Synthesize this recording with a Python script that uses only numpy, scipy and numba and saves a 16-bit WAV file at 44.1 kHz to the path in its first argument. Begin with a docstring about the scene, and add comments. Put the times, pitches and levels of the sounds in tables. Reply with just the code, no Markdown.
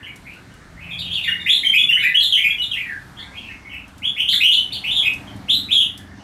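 """Caged bulbuls chatter in a hard-walled room: short whistled glides from near and far cages, each a near sine
with faint overtones and a fast throb, ringing on in a dense echo between the walls.
Claws tick on perch and bars in bursts of bright noise. Outside, an engine idles as a train of thuds through
its exhaust, and a soft low hum swells and fades over the street's murmur of filtered noise.
A phone's microphone trims bass and top, and its limiter holds the loudest notes."""
import sys
import numpy as np
from scipy import signal
from scipy.io import wavfile
from scipy.ndimage import uniform_filter1d
from numba import njit

SR = 44100
rng = np.random.default_rng(int(sys.argv[2]) if len(sys.argv) > 2 else 0)


def gain_from_db(level_db):
    """Turn a decibel level (scalar or array-like) into a linear amplitude factor."""
    decades = np.asarray(level_db, float) / 20
    return 10 ** decades


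def pcm_store(signal):
    """Save signal as 16-bit PCM."""
    levels = np.round(np.clip(np.atleast_2d(signal), -1, 1) * 32767)
    wavfile.write(sys.argv[1], SR, levels.astype(np.int16).T)


N = 274743
TIME = np.arange(N) / SR
THROAT_HZ = 3350  # the throat's resonance: the voice weakens away from it


def columns(table, t):
    """Every column of a table after the first, joined by straight lines at times t."""
    start_s, *rest = np.transpose(table)
    return [np.interp(t, start_s, column) for column in rest]


def band(x, lo_hz, hi_hz):
    """Band-pass."""
    return signal.sosfilt(signal.butter(2, [lo_hz, min(hi_hz, .45 * SR)], "bandpass", fs=SR, output="sos"), x)


def unit(x):
    """Scale to rms 1."""
    return x / np.sqrt(np.mean(x ** 2))


def walk(rate_hz):
    """Random levels held 1 / rate_hz seconds and slewed twice; spread near 1."""
    hold = int(SR / rate_hz)
    steps = np.repeat(rng.standard_normal(N // hold + 1), hold)
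    return unit(uniform_filter1d(uniform_filter1d(steps, hold), hold)[:N])


def birds(direct_db=-5.5, far_db=-35.0, thinning=0.38):
    """Steady whistles, husky chirps and rasps; quiet notes come from far cages, so mostly their echo arrives."""
    # notes, levels at the bird before the room: start_s, length_s, from_hz, to_hz, level_db
    whistles = [(1.275, 0.038, 2840, 2870, -16), (1.395, 0.0394, 3750, 3620, -28.5),
                (1.645, .045, 3044, 3144, -10), (1.775, 0.055, 3275, 3450, -10),
                (1.887, .022, 2796, 2778, -6.5), (1.905, 0.0175, 2720, 1330, -14.5),
                (1.922, .04, 3030, 2930, -9.5), (2.018, .075, 1282, 2066, -19.5),
                (2.105, 0.026, 1900, 1670, -23), (2.14, 0.0269, 2316, 3070, -9),
                (2.167, 0.023, 3253, 3325, -7), (2.5, 0.021, 3270, 3324, -20),
                (2.58, 0.044, 3036, 2867, -18.5), (2.89, 0.0717, 1900, 1475, -25),
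                (4.015, 0.0787, 1730, 3505, -19.5), (4.565, .045, 3084, 2995, -14)]  # clear
    chirps = [(0., .022, 1720, 1780, -49), (.025, 0.046, 2680, 2990, -32.5), (.06, 0.03, 2265, 2304, -34),
              (.25, .05, 1990, 2450, -47), (.295, .05, 2500, 2800, -42.5), (.35, .04, 1550, 1480, -50),
              (.49, 0.023, 1520, 1480, -44), (.5, 0.018, 2900, 3010, -50.5),
              (.61, 0.031, 1735, 1560, -48.5), (.76, 0.032, 1500, 2030, -47.5),
              (.79, 0.066, 2000, 2650, -37), (.88, 0.099, 2485, 2440, -36.5), (.905, .05, 3510, 3324, -33),
              (.98, 0.029, 4600, 4500, -38), (1.06, .04, 2900, 2500, -31), (.985, 0.037, 3896, 3578, -24),
              (1.05, 0.057, 3300, 3066, -31.5), (1.015, .04, 3120, 2750, -30),
              (1.1, 0.063, 2370, 3705, -24), (1.15, .055, 3430, 2600, -21.5),
              (1.13, 0.025, 4000, 4500, -37), (1.225, .06, 3950, 3400, -26), (1.235, .02, 4400, 4500, -40),
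              (1.24, .04, 2610, 1990, -20), (1.262, 0.051, 1997, 1770, -24.5),
              (1.33, 0.055, 2013, 1930, -31.5), (1.385, 0.027, 1917, 2310, -37),
              (1.455, 0.041, 1300, 2824, -16.5), (1.482, 0.06, 2888, 3580, -10),
              (1.525, 0.023, 3590, 4000, -14.5), (1.55, 0.06, 3900, 3020, -33),
              (1.728, 0.033, 2100, 2429, -13.5), (1.755, 0.034, 2385, 3030, -15),
              (1.96, 0.05, 1474, 2347, -22), (2.02, 0.041, 2360, 2405, -17), (2.32, 0.075, 3151, 3003, -13),
              (2.36, 0.075, 1702, 2424, -24), (2.43, 0.086, 2443, 2384, -18),
              (2.475, 0.032, 1480, 1710, -43), (2.615, 0.015, 3215, 3990, -17),
              (2.632, 0.018, 3940, 3470, -19), (2.71, 0.017, 3560, 2950, -17.5),
              (2.73, 0.036, 2884, 2540, -19.5), (2.755, 0.074, 1700, 2457, -26.5),
              (2.85, 0.05, 1870, 1940, -30), (3.15, 0.094, 2155, 3657, -39),
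              (3.18, 0.032, 1800, 1800, -48.5), (3.21, 0.041, 1910, 2085, -47),
              (3.19, 0.028, 4720, 3950, -49), (3.255, 0.041, 1495, 1660, -45),
              (3.31, .11, 1800, 2730, -40.5), (3.355, 0.052, 2990, 3154, -40.5),
              (3.42, 0.11, 2660, 2590, -36.5), (3.485, 0.028, 1830, 1815, -44),
              (3.505, 0.034, 1950, 2200, -43), (3.645, 0.13, 2200, 2243, -42.5),
              (3.69, 0.017, 2805, 2960, -34.5), (3.71, 0.098, 2800, 2548, -35.5),
              (4.16, 0.073, 1860, 3210, -21), (4.225, 0.022, 3200, 3040, -24),
              (4.325, .026, 2700, 1150, -17), (4.273, .025, 2900, 3050, -14),
              (4.4, 0.038, 1890, 2760, -16.5), (4.43, 0.043, 2750, 3100, -9.5),
              (4.465, 0.061, 3068, 2880, -16), (4.505, 0.048, 3060, 3494, -20),
              (4.53, 0.024, 4430, 3600, -28), (4.835, .03, 1880, 2750, -26), (4.858, .05, 2750, 3070, -21),
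              (4.905, 0.034, 3120, 3680, -21), (4.94, 0.053, 3650, 3450, -24.5),
              (4.975, 0.057, 3448, 3200, -18.5), (5.025, 0.071, 2347, 2560, -19.5),
              (5.265, 0.031, 3020, 3100, -41), (5.478, .045, 1950, 3600, -13),
              (5.515, .055, 3650, 3900, -14), (5.682, .03, 1950, 2600, -24), (5.703, .05, 2550, 3650, -14),
              (5.745, .085, 3600, 3000, -16), (5.98, 0.034, 1760, 1584, -44),
              (6.06, 0.027, 1670, 1750, -49), (6.11, 0.031, 1950, 1530, -38),
              (6.19, 0.022, 2900, 2850, -48)]  # burry
    rasps = [(1.628, 0.016, 1650, 2220, -26), (1.74, .025, 1390, 3850, -27),
             (1.98, 0.13, 3320, 3740, -36.5), (2.2, 0.0247, 3480, 4166, -13.5),
             (2.22, .055, 4044, 3450, -17.5), (4.283, 0.0258, 3080, 3800, -14),
             (4.3, 0.033, 3735, 4200, -27), (4.32, 0.047, 3950, 3490, -20.5), (4.7, 0.028, 2060, 2730, -37),
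             (4.718, .04, 2766, 4600, -22), (4.735, .04, 4200, 2880, -22)]  # harsh
    song = sing(whistles, -29.5, waver=0.011, burr=0.11)
    song = song + sing(chirps, -25.5, waver=0.028, burr=0.65)
    song = song + sing(rasps, -22.5, waver=0.035, burr=0.8)
    loudness = np.sqrt(uniform_filter1d(song ** 2, size=1300) + 1e-12)
    nearness = np.minimum(1, loudness / gain_from_db(far_db)) ** thinning
    return room(song, song * gain_from_db(direct_db) * nearness)


def sing(notes, over_db, waver, burr, burr_hz=210.7, strain=0.057, far_dull=0.076):
    """Each note is a near sine with faint overtones; an uneven fast throb shakes its level and pitch."""
    # overtones before the emphasis near 11.5 kHz shapes them: multiple of the pitch, level_db
    partials = [(2, 4.5), (3, 2.5), (4, -4), (5, 6), (6, 4)]
    # overtones come out best near 11.5 kHz and fall away on either side; higher notes are brighter
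    peak_hz, under_db_per_oct, over_db_per_oct, bright_db_per_oct = 11500, 7, 30, 9.5
    throb = 2 * np.pi * np.cumsum(burr_hz * (1 + .25 * walk(80))) / SR
    tremble = 1 + waver * (np.cos(throb) + walk(250))
    flutter = (1 + np.clip(burr, 0, 1) * np.sin(throb)) * gain_from_db(6 * burr * walk(120))
    air = gain_from_db(-8.5) * unit(band(rng.standard_normal(N), 5200, 12500))
    out = np.zeros(N)
    for start_s, length_s, from_hz, to_hz, level_db in notes:
        i = np.arange(int(start_s * SR), min(int((start_s + length_s) * SR), N))
        hz, db = shape(np.linspace(0, 1, len(i)), from_hz, to_hz)
        hz = hz * tremble[i]
        phase = 2 * np.pi * np.cumsum(hz) / SR
        overtones = 0
        for k, partial_db in partials:
            octaves = np.log2(k * hz / peak_hz)
            peak_db = np.where(octaves < 0, under_db_per_oct, -over_db_per_oct) * octaves
            audible = k * hz < .4 * SR
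            overtones = overtones + gain_from_db(partial_db + peak_db) * np.sin(k * phase) * audible
        # 7 ms ramps at both ends, meeting in the middle of shorter notes
        edge = np.sin(np.pi / 2 * np.clip(np.minimum(i - i[0], i[-1] - i) / (.007 * SR), 0, 1)) ** 2
        # overtones and hiss come out as the bird sings harder, and are duller from far cages
        bright_db = over_db + strain * db + far_dull * level_db + bright_db_per_oct * np.log2(hz / THROAT_HZ)
        voice = np.sqrt(2) * np.sin(phase) + gain_from_db(bright_db) * (overtones + air[i])
        out[i] += voice * gain_from_db(level_db + db) * edge * flutter[i]
    return out


def shape(u, from_hz, to_hz):
    """Pitch slides fast, then settles; level follows the throat's resonance, swells and fades. u runs 0-1."""
    below_db_per_oct, above_db_per_oct = 25, 21
    fade_db, fade_late = 12, 3.34  # loss by the note's end; the higher the power, the later it comes
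    swell_db_per_oct = 3  # a rising note is fainter the further it still has to climb
    share = .27 if to_hz > from_hz else 0.604  # time constant of the slide up or down, as part of the note
    hz = from_hz + (to_hz - from_hz) * (1 - np.exp(-u / share)) / (1 - np.exp(-1 / share))
    octaves = np.log2(hz / THROAT_HZ)
    db = np.where(octaves < 0, below_db_per_oct * octaves, -above_db_per_oct * octaves)
    db = db - fade_db * u ** fade_late
    db = db - swell_db_per_oct * np.maximum(np.log2(to_hz / hz), 0)
    return hz, db - db.max()


def room(x, near, echo_db=0., build_s=0.0012, knee_s=0.1):
    """Direct sound plus a dense noise tail that builds quickly and thins once the near walls have answered."""
    # octave bands of the tail, decay before the thinning: centre_hz, t60_s
    decay = [(1500, 0.5), (3000, 0.37), (6000, 0.41), (12000, 0.45)]
    t, tail = np.arange(SR // 2) / SR, 0
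    for hz, t60_s in decay:
        noise = unit(band(rng.standard_normal(len(t)), hz / np.sqrt(2), hz * np.sqrt(2)))
        tail = tail + np.sqrt(hz) * noise * gain_from_db(-60 * t / t60_s)
    thinning_db = -9 * (1 + np.tanh((t - knee_s) / 0.071)) / 2
    tail = tail * (1 - np.exp(-t / build_s)) * gain_from_db(thinning_db)
    # the echo's strength is set by its energy around the birds' pitch
    tail = tail / np.sqrt(np.sum(band(tail, 2320, 3620) ** 2) * SR / 4000)
    return near + gain_from_db(echo_db) * signal.fftconvolve(x, tail)[:N]


def ticks(ring_s=0.0066):
    """A claw on perch or bars gives a short dry burst of bright noise, dying away exponentially."""
    # taps, levels of the burst before its filter: start_s, level_db
    taps = [(0.159, -38.5), (0.336, -46.5), (0.5387, -47), (3.8796, -45.5), (3.9804, -41.5),
            (5.1353, -34.5), (5.3627, -44.5), (5.9764, -34)]
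    out, t = np.zeros(N), np.arange(1000) / SR
    for start_s, level_db in taps:
        i = int(start_s * SR)
        burst = rng.standard_normal(len(t)) * np.exp(-t / ring_s)
        out[i:i + len(t)] += gain_from_db(level_db) * band(burst, 2900, 11600)
    return out


def engine(firing_hz=21.7, scatter_db=2.0):
    """One thud a firing, slightly uneven in strength, ringing the exhaust."""
    # idling outside: start_s, level_db
    idle = [(0, -53.5), (.9, -55), (2.3, -57.5), (3.1, -51.5), (4.1, -49.5), (4.7, -52), (5.4, -39.5),
            (5.9, -45), (6.23, -43)]
    # exhaust resonances, levels relative to each other: centre_hz, width_hz, level_db
    exhaust = [(98.5, 13, -1), (202.1, 23, 2), (276.6, 37, 1), (814, 100, -17.5)]
    fired = np.arange(0, N, SR / firing_hz).astype(int)
    pulses = np.zeros(N)
    pulses[fired] = gain_from_db(scatter_db * rng.standard_normal(len(fired)))
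    pipe = 0
    for hz, width_hz, ring_db in exhaust:
        pipe = pipe + gain_from_db(ring_db) * unit(band(pulses, hz - width_hz / 2, hz + width_hz / 2))
    level_db, = columns(idle, TIME)
    return gain_from_db(level_db) * unit(pipe)


def hum(under_db=-5.0):
    """A soft low tone with its lower octave, swelling and fading."""
    # upper tone: start_s, pitch_hz, level_db
    swell = [(0, 160.6, -74), (.6, 163.2, -59), (.75, 166.2, -47), (1.1, 173.4, -43.5), (1.22, 178.2, -54),
             (1.3, 174.8, -45), (1.45, 173.5, -50.5), (1.6, 171.8, -82.5), (2, 168, -84)]
    hz, level_db = columns(swell, TIME)
    phase = 2 * np.pi * np.cumsum(hz) / SR
    return np.sqrt(2) * gain_from_db(level_db) * (np.sin(phase) + gain_from_db(under_db) * np.sin(phase / 2))


def street(flicker_db=2.2):
    """Half-octave bands of murmur that flicker alone, and the hiss of tyres going by."""
    # murmur's spectrum, only its shape matters: pitch_hz, level_db per Hz
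    murmur = [(18, -36), (30, -5.5), (88, -0.5), (270, -10.5), (479, -19.5), (787, -17.5), (1230, -23),
              (1590, -10.5), (2300, -27.5), (3150, -24), (12300, -41.5), (15500, -54)]
    # traffic: start_s, murmur_db, tyres_db
    traffic = [(0, -44.5, -60), (.8, -43.5, -64), (1.5, -42, -61), (2.3, -45.5, -62), (3.1, -42.5, -59),
               (4, -46, -58), (4.5, -44, -62), (4.9, -40.5, -49), (5.4, -40.5, -49.5), (5.8, -43.5, -74),
               (6.23, -45, -49.5)]
    hz, density_db = np.transpose(murmur)
    out = 0
    for f in 30 * 2 ** np.arange(0, 9.1, .5):
        noise = unit(band(rng.standard_normal(N), f / 2 ** .25, f * 2 ** .25))
        band_db = np.interp(np.log(f), np.log(hz), density_db) + flicker_db * walk(6)
        out = out + np.sqrt(f) * gain_from_db(band_db) * noise  # a band's width grows with f
    murmur_db, tyres_db = columns(traffic, TIME)
    tyres = unit(band(rng.standard_normal(N), 613, 1110))
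    return gain_from_db(murmur_db) * unit(out) + gain_from_db(tyres_db) * tyres


def scene():
    """Birds and claws sound through the room; the street comes from outside."""
    claws = ticks()
    indoors = birds() + room(claws, claws, echo_db=-4.5)
    outdoors = engine() + hum() + street()
    return (indoors + outdoors)[None]


@njit
def follow(x, attack, release):
    """Peak level that rises fast and falls slowly; attack and release are shares per sample."""
    level, out = 0., np.empty(len(x))
    for i in range(len(x)):
        level += (abs(x[i]) - level) * (attack if abs(x[i]) > level else release)
        out[i] = level
    return out


def top_cut(x):
    """Nothing passes above the cut-off."""
    return signal.sosfilt(signal.butter(12, 15750, fs=SR, output="sos"), x)


def record(dry, ceiling=0.42, attack_s=0.00015, release_s=0.013, squeeze=0.87, low_hz=38.2, top_hz=15600.0):
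    """The microphone drops the deepest bass and the top; a limiter that looks a little ahead holds the peaks."""
    heard = signal.sosfilt(signal.butter(2, [low_hz, top_hz], "bandpass", fs=SR, output="sos"), dry)
    peak = follow(heard[0], 1 / (attack_s * SR), 1 / (release_s * SR))
    peak = np.roll(peak, -int(attack_s * SR))  # look ahead
    gain = uniform_filter1d(np.minimum(1, ceiling / (peak + 1e-9)) ** squeeze, size=40)
    return top_cut(heard * gain)


dry = scene()
out = record(dry)
pcm_store(out)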